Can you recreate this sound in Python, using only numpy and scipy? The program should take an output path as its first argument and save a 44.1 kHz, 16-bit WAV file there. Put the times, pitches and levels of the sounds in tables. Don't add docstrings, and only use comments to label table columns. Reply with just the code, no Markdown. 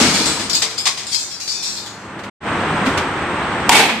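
import sys
import numpy as np
from scipy import signal
from scipy.fft import rfft, irfft, next_fast_len
from scipy.io import wavfile
from scipy.ndimage import uniform_filter1d, map_coordinates

SR = 44100
rng = np.random.default_rng(int(sys.argv[2]) if len(sys.argv) > 2 else 0)


def pcm_store(signal):
    levels = np.round(np.clip(np.atleast_2d(signal), -1, 1) * 32767)
    wavfile.write(sys.argv[1], SR, levels.astype(np.int16).T)


N = 176400

# frequency in Hz, left-right correlation.
COHERENCE = [(100, .99), (500, 0.99), (1000, 0.93), (2000, 0.62), (4000, 0.05), (10000, 0.081)]
# time in seconds, level in dB.
BACKGROUND_LEVEL = [(0, -24.5), (.9, -38), (1.45, -41.5), (1.75, -38), (2.0, -34), (2.3, -29.5),
                    (2.42, -20), (2.8, -17.5), (3.15, -21), (4, -19)]
# start and end in seconds, frequency in Hz, level in dB against the yard noise.
HUM_PARTIALS = [(.65, 2.35, 108.7, -13), (1.5, 2.35, 199, -10), (1.5, 2.35, 327, -12.5)]
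# start in seconds, level in dB, length in seconds.
BIRD_CHIRPS = [(2.565, -40, .045), (3.395, -37.5, .052)]

# frequency in Hz, relative level in dB.
YARD_NOISE_SPECTRUM = [(25, -27), (76, -2), (141, -2), (206, 0), (249, -1.5), (354, -0.5), (560, -5),
                       (936, -1.5), (1560, -3.5), (3250, -15), (5000, -27.5), (6740, -31), (8360, -28),
                       (9070, -44.5), (14000, -52.5), (16000, -69)]
SCUFF_SPECTRUM = [(200, 1), (1000, 5), (2800, 3), (5000, -4), (8300, -9.5), (10000, -18.5), (14000, -26),
                  (16000, -41)]
STEEL_SPECTRUM = [(300, -41), (1500, -11), (2400, -5), (2900, -10.5), (3400, -1), (5000, 1), (6200, -8),
                  (7000, 1.5), (8400, -6.5), (9800, -18), (13000, -19.5), (16000, -49.5)]
PLASTIC_SPECTRUM = [(100, -33), (420, -13.5), (650, -6), (1080, 0), (1400, -7.5), (2200, 3.5), (2700, -1),
                    (3400, 4), (5400, 2), (8300, -1.5), (9800, -15.5), (13000, -22), (16000, -50)]
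CRUNCH_SPECTRUM = [(30, -24), (70, -12.5), (220, -3.5), (480, -4.5), (1000, -4), (1500, -4), (4800, -4.5),
                   (8200, -7), (9500, -16), (13000, -29), (16000, -43)]
DOOR_SPECTRUM = [(40, -44), (150, -3), (400, -0.5), (600, -3.5), (800, 1), (1300, -5.5), (2300, 1),
                 (4000, -5), (6000, -11), (8000, -9), (10000, -17.5), (13000, -20), (15000, -48)]
REBOUND_SPECTRUM = [(100, -18), (200, -4), (400, -2), (620, -16), (830, 9.5), (1300, -14), (5000, -50)]
# frequency in Hz, left minus right in dB.
WRECK_BALANCE = [(1300, 3), (2400, -4.5), (4400, 10), (8100, 1.5), (15000, 8)]

# start in seconds, relative level in dB, rise and T60 in seconds.
DOOR_SCUFFS = [(2.189, -33, 0.0046, 0.12), (2.234, -30, 0.0038, 0.16), (2.852, -20.5, 0.013, 0.33),
               (2.972, -16, 0.0052, 0.16), (3.602, -32.5, .001, 0.054)]
SHELF_SKIDS = [(1.147, -26.5, .005, 0.71), (1.478, -22.5, 0.01, 1), (1.62, -26.5, 0.018, 0.54)]
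BIN_CLACKS = [(.618, -11, 0.0044, .2), (.695, -29.5, 0.007, 0.74), (.8545, -13.5, 0.0018, 0.26),
              (.866, -11, 0.0059, 0.15), (.97, -24.5, 0.0063, 0.55)]
CABINET_SLAMS = [(0.0, -12.5, 0.0013, 1), (.135, -22.5, 0.0079, 0.9), (.255, -22.5, 0.0048, 0.89),
                 (.39, -24.5, 0.005, 0.48)]
DOOR_SLAMS = [(3.6928, 2, 0.00042, 0.082), (3.702, 2.5, 0.021, 0.57), (3.743, 5, 0.013, 0.65),
              (3.785, -0.5, 0.011, 0.43), (3.88, -5.5, 0.013, 0.33)]
# start in seconds, relative level in dB, rise and T60 in seconds,
# emphasised frequency in Hz, left minus right in dB.
SHELF_STRIKES = [(0.137, -19, 0.0037, 0.92, 4800, -5), (0.255, -18, 0.003, 0.31, 8300, 0),
                 (0.497, -16, 0.00042, 0.12, 5860, 1), (.531, -17, 0.0016, 0.33, 5160, 1.5),
                 (.545, -16, 0.009, 0.08, 7000, -11), (0.772, -21, 0.012, 0.25, 4900, -1),
                 (1.066, -28, 0.0024, 0.84, 8400, -2), (1.107, -22.5, 0.028, 0.23, 5700, 5),
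                 (1.144, -12.5, 0.0025, 0.057, 5500, 2), (1.184, -24.5, 0.0081, 0.44, 6740, -7.5),
                 (1.303, -28.5, 0.011, 0.43, 5030, 0), (1.399, -27, 0.0028, 0.75, 6300, -3),
                 (1.475, -23.5, 0.0036, 0.7, 5300, 0.5), (1.62, -24, 0.014, .6, 5500, -4),
                 (1.67, -33, .01, 1, 6800, 2), (1.74, -32, 0.036, 0.47, 4330, 0),
                 (1.859, -28.5, 0.0027, 0.081, 3300, -1.5)]
# start in seconds, level in dB, rise and T60 in seconds, frequency in Hz.
CLINKS_AND_SHELF_RING = [(.256, -25, .004, 0.28, 8113), (.43, -31, .012, 0.2, 8450),
                         (.55, -28.5, .005, 0.42, 4700), (1.87, -37.5, .01, 0.41, 6800)]
WALL_KNOCKS = [(.01, -12.5, 0.0047, 0.32, 240.5), (.618, -34.5, .003, 0.89, 445),
               (.865, -21.5, .003, 0.21, 1105), (2.705, -19.5, 0.0079, 0.18, 166),
               (2.809, -18, 0.01, 0.4, 207), (2.858, -10.5, 0.024, 0.056, 264),
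               (3.79, -1.5, 0.0099, 0.14, 453), (3.916, -11, .008, .5, 222)]

# frequency in Hz, relative level in dB.
WIRE_MODES = [(2519, -51.5), (3580, -47), (4242, -41.5), (4662, -41.5), (5265, -43), (5685, -44.5),
              (5790, -43), (6062, -47), (6438, -51), (6896, -49), (8010, -45.5)]
BIN_WALL_MODES = [(1940, -4), (2229, -3.5), (2480, -0.5), (3435, -3.5), (4953, 7)]
DOOR_UPPER_MODES = [(1825, -8), (2256, 3), (2363, -6), (2487, -4), (2622, -2), (3176, 1), (4640, -4)]
# frequency in Hz, relative level in dB, T60 in seconds.
DOOR_LOWER_MODES = [(766, -11.5, 0.55), (861, -5, 0.36), (945, -1, 0.13), (1078, -13, 0.4)]
# frequency and bandwidth in Hz, relative level in dB.
PANEL_RESONANCES = [(75, 6.9, -6.5), (151, 12, -2.5), (198.4, 13, 0), (262.6, 9.2, 3.5), (320.6, 24, -2),
                    (453, 16, -6.5)]


def amp(db):
    return 10 ** (np.asarray(db) / 20)


def unit(x):
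    return x / np.sqrt(np.mean(x ** 2) + 1e-20)


def clock():
    return np.arange(N) / SR


def along(points, hz):
    f, v = np.transpose(points)
    return np.interp(np.log(hz + 1), np.log(f + 1), v)


def colour(points):
    return lambda hz: amp(along(points, hz))


def wobble(rate):
    coarse = clock()[::64]
    curve = map_coordinates(rng.standard_normal(400), [coarse * rate], mode="mirror")
    return np.interp(clock(), coarse, curve)


def filtered(x, response):
    size = x.shape[-1]
    padded = next_fast_len(size + 4096, True)
    return irfft(rfft(x, padded) * response(np.fft.rfftfreq(padded, 1 / SR)), padded)[..., :size]


def noise(gain, grain_db=0, size=N):
    def mid_and_side(hz):
        angle = np.arccos(np.clip(along(COHERENCE, hz), -1, 1)) / 2
        return gain(hz) * [np.cos(angle), np.sin(angle)]
    grains = amp(grain_db * unit(uniform_filter1d(rng.standard_normal(size), size=40)))
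    mid, side = filtered(grains * rng.standard_normal((2, size)), mid_and_side)
    return unit(np.array([mid + side, mid - side]))


def envelope(blows, size=N):
    t = np.arange(size) / SR
    power = 0
    for start, db, rise, t60 in blows:
        attack = np.clip((t - start) / rise, 0, 1)
        decay_db = 60 * np.clip((t - start - rise) / t60, 0, 2)
        power += (attack * amp(db - decay_db)) ** 2
    return np.sqrt(power)


def scattered(low_hz, high_hz, count):
    return [(hz, 0) for hz in rng.uniform(low_hz, high_hz, count)]


def ring(x, modes, t60):
    t = np.arange(int(min(t60, 1) * SR)) / SR
    hz, db = np.transpose(modes)
    weights = amp(db) * np.exp(2j * np.pi * rng.random((2, len(hz))))
    impulse_response = (weights @ np.exp(2j * np.pi * np.outer(hz, t))).real * amp(-60 * t / t60)
    return unit(signal.oaconvolve(x, impulse_response, axes=1)[:, :x.shape[1]]) * x.std()


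def yard(whine_hz=8295):
    t = clock()
    yard_noise = noise(colour(YARD_NOISE_SPECTRUM)) * amp(0.28 * wobble(17))
    hum = np.zeros(N)
    for start, end, hz, db in HUM_PARTIALS:
        gain = np.clip((t - start) / 0.2, 0, 1) * (t < end) * amp(db + 2.8 * wobble(5.3))
        hum += gain * np.sin(2 * np.pi * hz * t + .5 * wobble(3.0))
    whine = amp(-27) * np.sin(2 * np.pi * whine_hz * t + wobble(45))
    return amp(np.interp(t, *np.transpose(BACKGROUND_LEVEL))) * (yard_noise + hum + whine)


def bird(from_hz=3050, to_hz=4500):
    out = np.zeros(N)
    for start, db, length in BIRD_CHIRPS:
        progress = np.clip((clock() - start) / length, 0, 1)
        hz = from_hz * (to_hz / from_hz) ** progress
        arch = np.sqrt(np.abs(np.sin(np.pi * progress)))
        out += amp(db) * arch * np.sin(2 * np.pi * np.cumsum(hz) / SR)
    return out


def reflections(x, t60=0.39, bass_cut_hz=700):
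    t = np.arange(SR) / SR
    tail = rng.standard_normal((2, SR)) * amp(-60 * t / t60) * np.clip(t / 0.056, 0, 1)
    echo = signal.fftconvolve(x, tail / np.linalg.norm(tail[0]), axes=1)[:, :N]
    return filtered(echo, lambda hz: hz / (hz + bass_cut_hz))


def scuffs():
    return envelope(DOOR_SCUFFS) * noise(colour(SCUFF_SPECTRUM))


def struck(blows, waver_rad):
    out = np.zeros(N)
    for start, db, rise, t60, hz in blows:
        phase = 2 * np.pi * hz * (clock() - start) + waver_rad * wobble(60)
        out += envelope([(start, db, rise, t60)]) * np.sin(phase)
    return out


def skid():
    grit = envelope(SHELF_SKIDS) * noise(np.ones_like, grain_db=7)
    return amp(-2) * ring(grit, WIRE_MODES, t60=0.48)


def shelves(peak_db=7, peak_octaves=0.23, click_t60=0.025):
    out = np.zeros((2, N))
    size = SR // 2
    for start, db, rise, t60, peak_hz, pan_db in SHELF_STRIKES:
        def spectrum(hz):
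            octaves = np.log2((hz + 1) / peak_hz)
            return amp(along(STEEL_SPECTRUM, hz) + peak_db * np.exp(-(octaves / peak_octaves) ** 2))
        scrape, click = (0, db - 2, rise, t60), (0, db, rise, click_t60)
        contact = envelope([scrape, click], size) * noise(spectrum, grain_db=2, size=size)
        tinkle = ring(contact, scattered(2200, 14000, count=54), t60=0.22)
        balance = amp([[pan_db / 2], [-pan_db / 2]])
        out[:, round(start * SR):][:, :size] += (amp(-2) * contact + amp(2) * tinkle) * balance
    return out


def bins():
    contacts = envelope(BIN_CLACKS) * noise(colour(PLASTIC_SPECTRUM), grain_db=1)
    return contacts + amp(-11.5) * ring(contacts, BIN_WALL_MODES, t60=0.087)


def cabinet():
    def panels(hz):
        return sum((-1) ** k * amp(db) * 1j * hz * width / (centre ** 2 - hz ** 2 + 1j * hz * width)
                   for k, (centre, width, db) in enumerate(PANEL_RESONANCES))
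    slams = envelope(CABINET_SLAMS)
    crunch = slams * amp(1.65) * noise(colour(CRUNCH_SPECTRUM), grain_db=1)
    boom = slams * amp(-3.5) * noise(panels)
    return boom + crunch + amp(-8) * ring(crunch, scattered(701, 6000, count=60), t60=0.24)


def door(rebound_s=3.782, dull_from_s=3.795, dull_above_hz=4700, dull_db=16):
    t, touch_s = clock(), DOOR_SLAMS[0][0]
    sheet = np.zeros(N)
    for hz, db, t60 in DOOR_LOWER_MODES:
        phase = 2 * np.pi * hz * (t - touch_s) + .5 * wobble(70)
        sheet += envelope([(touch_s, db, .002, t60)]) * np.sin(phase)
    rattle = envelope(DOOR_SLAMS) * noise(colour(DOOR_SPECTRUM), grain_db=1)
    treble = filtered(rattle, lambda hz: hz ** 4 / (hz ** 4 + dull_above_hz ** 4))
    treble_loss = 1 - amp(-dull_db * np.clip((t - dull_from_s) / 0.14, 0, 1))
    crack = envelope([(touch_s, 0, .0005, .025)]) * noise(colour(STEEL_SPECTRUM))
    clang = amp(-11) * ring(rattle, DOOR_UPPER_MODES, t60=0.22)
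    rebound = envelope([(rebound_s, -2, .012, 0.18)]) * noise(colour(REBOUND_SPECTRUM))
    return amp(5) * sheet + rattle - treble_loss * treble + crack + clang + rebound


def scene():
    wreck = cabinet() + bins() + shelves() + skid()
    wreck = filtered(wreck, lambda hz: amp(along(WRECK_BALANCE, hz) * np.array([[.5], [-.5]])))
    knocks = struck(WALL_KNOCKS, waver_rad=0.98)
    high_rings = struck(CLINKS_AND_SHELF_RING, waver_rad=0.57)
    direct = wreck + knocks + high_rings + scuffs() + bird() + door()
    return direct + amp(-12) * reflections(direct) + yard()


def record(dry):
    limit_db, attack_s, release_db_per_s = -6, 0.0029, 11
    gap_start_s, gap_end_s, top_hz = 2.3, 2.4036, 15800
    t = clock()
    window = np.hanning(200)
    power = np.abs(signal.lfilter(window / window.sum(), 1, np.mean(dry ** 2, axis=0)))
    over_db = np.maximum(10 * np.log10(power + 1e-12) - limit_db, 0)
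    held_db = np.maximum.accumulate(over_db + release_db_per_s * t) - release_db_per_s * t
    pole = np.exp(-1 / (attack_s * SR))
    limited = dry * amp(-signal.lfilter([1 - pole], [1, -pole], held_db))
    clipped = limited / (1 + (limited / .9) ** 6) ** (1 / 6)
    fade_out = np.clip((gap_start_s - t) / 0.0074, 0, 1)
    fade_in = np.clip((t - gap_end_s) / 0.079, 0, 1) ** 1.13
    return filtered(clipped * (fade_out + fade_in), lambda hz: np.clip((top_hz - hz) / 300, 0, 1))


dry = scene()
out = record(dry)
pcm_store(out)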